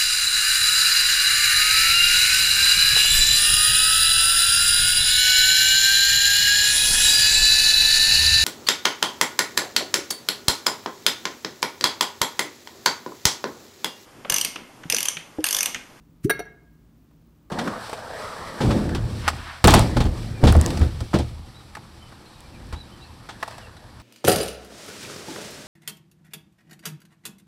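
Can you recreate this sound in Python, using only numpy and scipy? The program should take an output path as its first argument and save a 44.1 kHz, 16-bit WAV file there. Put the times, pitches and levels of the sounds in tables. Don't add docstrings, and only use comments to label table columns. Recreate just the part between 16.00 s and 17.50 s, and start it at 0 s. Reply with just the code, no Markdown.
import sys
import numpy as np
from scipy import signal
from scipy.fft import rfft, irfft
from scipy.io import wavfile
from scipy.ndimage import uniform_filter1d

SR = 44100
rng = np.random.default_rng(int(sys.argv[2]) if len(sys.argv) > 2 else 0)


def decibels_to_gain(level_db):
    exponent = np.asarray(level_db, float) / 20
    return 10 ** exponent


def generate_wav(sig):
    pcm = np.round(np.clip(np.atleast_2d(sig).T, -1, 1) * 32767).astype(np.int16)
    wavfile.write(sys.argv[1], SR, pcm)


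N = 66150
T = np.arange(N) / SR

# (frequency [Hz], level [dB])
RUMBLE_SPECTRUM = [(12, -63.5), (20, -36.5), (36, -7.5), (59, -1.5), (81, -8.5), (161, -2.5), (184, -9.5),
                   (287, -8.5), (700, -32), (910, -62.5), (1540, -120)]
# (frequency [Hz], level [dB])
AIR_SPECTRUM = [(500, -5), (1030, -4), (1830, -11), (6420, -17), (10300, -21), (12600, -20), (14200, -18),
                (15700, -19)]
RUMBLE_DB, AIR_DB = -57, -70.5
# (frequency [Hz], width [Hz], level [dB])
HUM_LINES = [(56, 8, -61.5), (160, 3.4, -62), (225.6, 10, -66.5), (286, 30, -68.5)]
# (frequency [Hz], width [Hz], rate [1/s], unevenness [log], length [s], level [dB])
TICK_TRAINS = [(15480, 400, 33, .25, .008, -75), (12700, 550, 62, .6, .005, -78)]

RUSTLE_HZ, RUSTLE_WIDTH_HZ, RUSTLE_DB, RUSTLE_PATCH_DB = 1120, 450, -83.5, 4.0

# (frequency [Hz], t60 [s])
ROOM_DECAY = [(100, 0.66), (500, 0.58), (1500, 0.58), (4000, .4), (9000, 0.19), (16000, .2)]
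ROOM_DB, ROOM_START_S = -17, 0.0044

# (frequency [Hz], level [dB])
HISS_SPECTRUM = [(400, -39.5), (900, -14), (1350, -6), (2340, -3.5), (3430, -12), (8700, -7.5),
                 (12000, -10), (16000, -13)]
HISS_S, HISS_RISE_S, HISS_T60_S, HISS_DB, HISS_GRAIN_DB = .2452, .03, .065, -40, 2.2
WHISTLE_HZ, WHISTLE_WIDTH_HZ, WHISTLE_DB, WHISTLE_T60_S = 5970, 220, -54, .09

POP_S, OPEN_HZ, OPENING_S, POP_RISE_S, POP_T60_S, POP_DB = .2437, 431, .0085, 0.012, 0.1, -14.5
THUMP_S, THUMP_HZ, THUMP_T60_S, THUMP_DB = .2490, 126, .045, -13.5

# (time [s], strength [dB], brightness [dB])
CONTACTS = [
    (0.295, -34.5, -4),
    (0.2965, -1, 0),
    (0.2998, 4, 3),
    (0.3026, 1.5, 2.5),
    (0.3051, -9.5, -2),
    (0.3071, -3, -3),
    (.3105, -7.5, -6.5),
]
# (time [s], strength [dB], brightness [dB])
BOUNCE = [
    (.371, -40, -6),
    (.3930, -12, 1.5),
    (.3965, -20.5, -2),
    (.3995, -17.5, 0),
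    (.4028, -18.5, -7),
    (.4075, -23.5, -6),
    (.4535, -36.5, 4),
]
# (frequency [Hz], level [dB], t60 [s], change in the bounce [dB])
HELD_MODES = [(429, -6, 0.07, 5), (698.4, -15, 0.044, 14.5), (1281, -19, 0.025, -0.5),
              (1343.5, -15, 0.1, -1.5), (1642, 1, 0.056, -8), (2044, -12, 0.029, -1), (2345, -16, .04, -26),
              (2730, -19, .04, 1.5), (3803, -14.5, 0.054, -0.5), (4393, -25.5, .06, 8.5),
              (5840, -19, 0.066, 9), (9150, -8.5, 0.035, -7.5), (9433, -11, .04, -4),
              (11390, -22.5, 0.091, -3),
              (11880, -22, .045, -4), (13100, -27, .04, -3), (14230, -30, .025, -6), (14940, -23, .05, -8)]
# (frequency [Hz], level [dB])
CRACK_SPECTRUM = [(120, -41.5), (200, -12.5), (1660, -6.5), (3440, -18.5), (5890, -25), (7930, -32),
                  (9200, -14.5), (15500, -23.5), (17000, -56.5)]
GLASS_DB, CRACK_DB, CRACK_T60_S, BRIGHT_HZ = -17.5, -24, .02, 5270
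GRIP_DETUNE = .006

# (frequency [Hz], level [dB], t60 [s], start [s])
FREE_MODES = [(436, -45, .45, .41), (1638, -29, .26, .3203), (1642.5, -37, .44, .4), (1631.2, -49, .85, .4),
              (1671, -51, .4, .4), (1617, -54, .6, .4), (2155, -33, .42, .316), (2165, -47, .75, .316),
              (4372, -42, .12, .32), (4360, -55, .3, .33), (4380, -50, .14, .4), (5980, -54, .2, .31)]

JOLT_S, JOLT_HZ, JOLT_T60_S, JOLT_DB = .378, 55, .1, -46

# (time [s], level [dB])
FINGER_TAPS = [
    (.967, -79),
    (1.1105, -56.5),
    (1.285, -77),
]
# (frequency [Hz], level [dB])
FINGER_SPECTRUM = [(300, -17), (900, 8.5), (3200, -6), (5000, -24), (16000, -19)]

MIC_LOW_HZ, EDGE_HZ = 40, 15740


def evened(x):
    return x / np.sqrt(np.mean(x ** 2) + 1e-20)


def read(points, hz):
    f, value = np.transpose(points)
    return np.interp(np.log(hz + 1), np.log(f + 1), value)


def noise(points):
    gain = decibels_to_gain(read(points, np.fft.rfftfreq(N, 1 / SR)))
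    return evened(irfft(rfft(rng.standard_normal(N)) * gain, N))


def band_noise(hz, width_hz):
    bell = np.exp(-((np.fft.rfftfreq(N, 1 / SR) - hz) / width_hz) ** 2)
    return evened(irfft(rfft(rng.standard_normal(N)) * bell, N))


def swell(start_s, rise_s, t60_s):
    u = np.maximum(T - start_s, 0)
    rise = np.sin(np.pi / 2 * np.minimum(u / rise_s, 1)) ** 2
    return rise * decibels_to_gain(-60 * np.maximum(u - rise_s, 0) / t60_s)


def high_pass(x, hz):
    return signal.sosfilt(signal.butter(2, hz, "high", fs=SR, output="sos"), x)


def room_tone():
    rumble = decibels_to_gain(RUMBLE_DB) * noise(RUMBLE_SPECTRUM + [(900, -57.5)])
    out = rumble + decibels_to_gain(AIR_DB) * noise([(300, -51)] + AIR_SPECTRUM)
    for hz, width_hz, db in HUM_LINES:
        out += decibels_to_gain(db) * band_noise(hz, width_hz)
    return out


def electronic_ticks():
    out = np.zeros(N)
    coarse_s = T[::32]
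    for hz, width_hz, rate_hz, uneven, length_s, db in TICK_TRAINS:
        luck = rng.standard_normal((200, 2))
        at_s = np.cumsum(np.exp(uneven * luck[:, 0])) / rate_hz
        bursts = np.exp(-(2 * (coarse_s - at_s[:, None]) / length_s) ** 2)
        gate = (decibels_to_gain(1.6 * luck[:, 1:]) * bursts).sum(0)
        out += decibels_to_gain(db) * np.interp(T, coarse_s, gate) * band_noise(hz, width_hz)
    return out


def skin_slide():
    patches = uniform_filter1d(uniform_filter1d(rng.standard_normal(N), size=900), size=900)
    return decibels_to_gain(RUSTLE_DB + RUSTLE_PATCH_DB * evened(patches)) * band_noise(RUSTLE_HZ, RUSTLE_WIDTH_HZ)


def room(x):
    taps = np.zeros(SR)
    at = np.arange(round(ROOM_START_S * SR), SR - 20, 20)
    at_jittered = at + rng.integers(0, 20, len(at))
    taps[at_jittered] = rng.choice([-1., 1.], len(at))
    hz, t, z = signal.stft(taps, SR, nperseg=256)
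    decay = decibels_to_gain(-60 * t / read(ROOM_DECAY, hz)[:, None])
    tail = signal.istft(z * decay, SR, nperseg=256)[1]
    return signal.fftconvolve(x, tail / np.linalg.norm(tail))[:N]


def seal_hiss():
    grain_db = HISS_GRAIN_DB * evened(uniform_filter1d(rng.standard_normal(N), size=60))
    slope_s = np.where(T < HISS_S, HISS_RISE_S, HISS_T60_S)
    leak_db = HISS_DB - 60 * abs(T - HISS_S) / slope_s
    whistle = swell(HISS_S - .004, .01, WHISTLE_T60_S) * band_noise(WHISTLE_HZ, WHISTLE_WIDTH_HZ)
    return decibels_to_gain(leak_db + grain_db) * noise(HISS_SPECTRUM) + decibels_to_gain(WHISTLE_DB) * whistle


def air_pop():
    u = T - POP_S
    turns = OPEN_HZ * (u - OPENING_S * (1 - np.exp(-np.maximum(u, -.01) / OPENING_S)))
    return decibels_to_gain(POP_DB) * swell(POP_S - .006, POP_RISE_S + 0.0068, POP_T60_S) * np.cos(2 * np.pi * turns)


def thump():
    tone = np.sin(2 * np.pi * THUMP_HZ * (T - THUMP_S))
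    return decibels_to_gain(THUMP_DB) * swell(THUMP_S - .001, .003, THUMP_T60_S) * tone


def chatter(contacts, dull):
    hz, db, t60_s, change_db = np.transpose(HELD_MODES)[:, :, None]
    spots = rng.standard_normal((len(contacts), len(hz), 2))
    crack, out = noise(CRACK_SPECTRUM), np.zeros(N)
    for (s, hit_db, bright_db), luck in zip(contacts, spots):
        span = slice(round(s * SR), round((s + .2) * SR))
        u = T[span] - s
        tilt_db = bright_db * np.log2(hz / BRIGHT_HZ).clip(-1, 1)
        gain = decibels_to_gain(db + dull * change_db + tilt_db + 3.1 * luck[:, :1] - 60 * u / t60_s)
        shifted_hz = hz * (1 + GRIP_DETUNE * luck[:, 1:] * hz / 10000)
        phase = 0.89 * luck[:, 1:] * np.minimum(u / 0.00078, 1)
        ring = (gain * np.sin(2 * np.pi * shifted_hz * u + phase)).sum(0)
        out[span] += decibels_to_gain(GLASS_DB + hit_db) * ring
        out += decibels_to_gain(CRACK_DB + hit_db) * swell(s, 0.00016, CRACK_T60_S) * crack
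    return high_pass(out, 250)


def ring_on():
    out = np.zeros(N)
    for hz, db, t60_s, s in FREE_MODES:
        out += decibels_to_gain(db) * swell(s - .008, 0.0071, t60_s) * np.sin(2 * np.pi * hz * (T - s))
    return out


def table_jolt():
    return decibels_to_gain(JOLT_DB) * swell(JOLT_S, 0.0069, JOLT_T60_S) * np.sin(2 * np.pi * JOLT_HZ * (T - JOLT_S))


def finger_taps():
    gate = sum(decibels_to_gain(db) * swell(s, 0.0008, 0.023) for s, db in FINGER_TAPS)
    return noise(FINGER_SPECTRUM) * gate


def scene():
    near = skin_slide() + seal_hiss() + air_pop() + thump()
    near += chatter(CONTACTS, dull=0) + chatter(BOUNCE, dull=1)
    near += table_jolt() + finger_taps()
    near = high_pass(near, MIC_LOW_HZ)
    background = room_tone() + electronic_ticks()
    return (near + decibels_to_gain(ROOM_DB) * room(near) + ring_on() + background)[None]


def roll_off(x):
    return signal.sosfilt(signal.butter(12, 17140, fs=SR, output="sos"), x)


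def record(dry):
    low_pass = signal.firwin(1023, EDGE_HZ, window=("kaiser", 9), fs=SR)
    kept = signal.oaconvolve(dry, low_pass[None], "same")
    trace = decibels_to_gain(-20) * swell(.294, .002, .03) * (dry - kept)
    return roll_off(kept + trace)


dry = scene()
out = record(dry)
generate_wav(out)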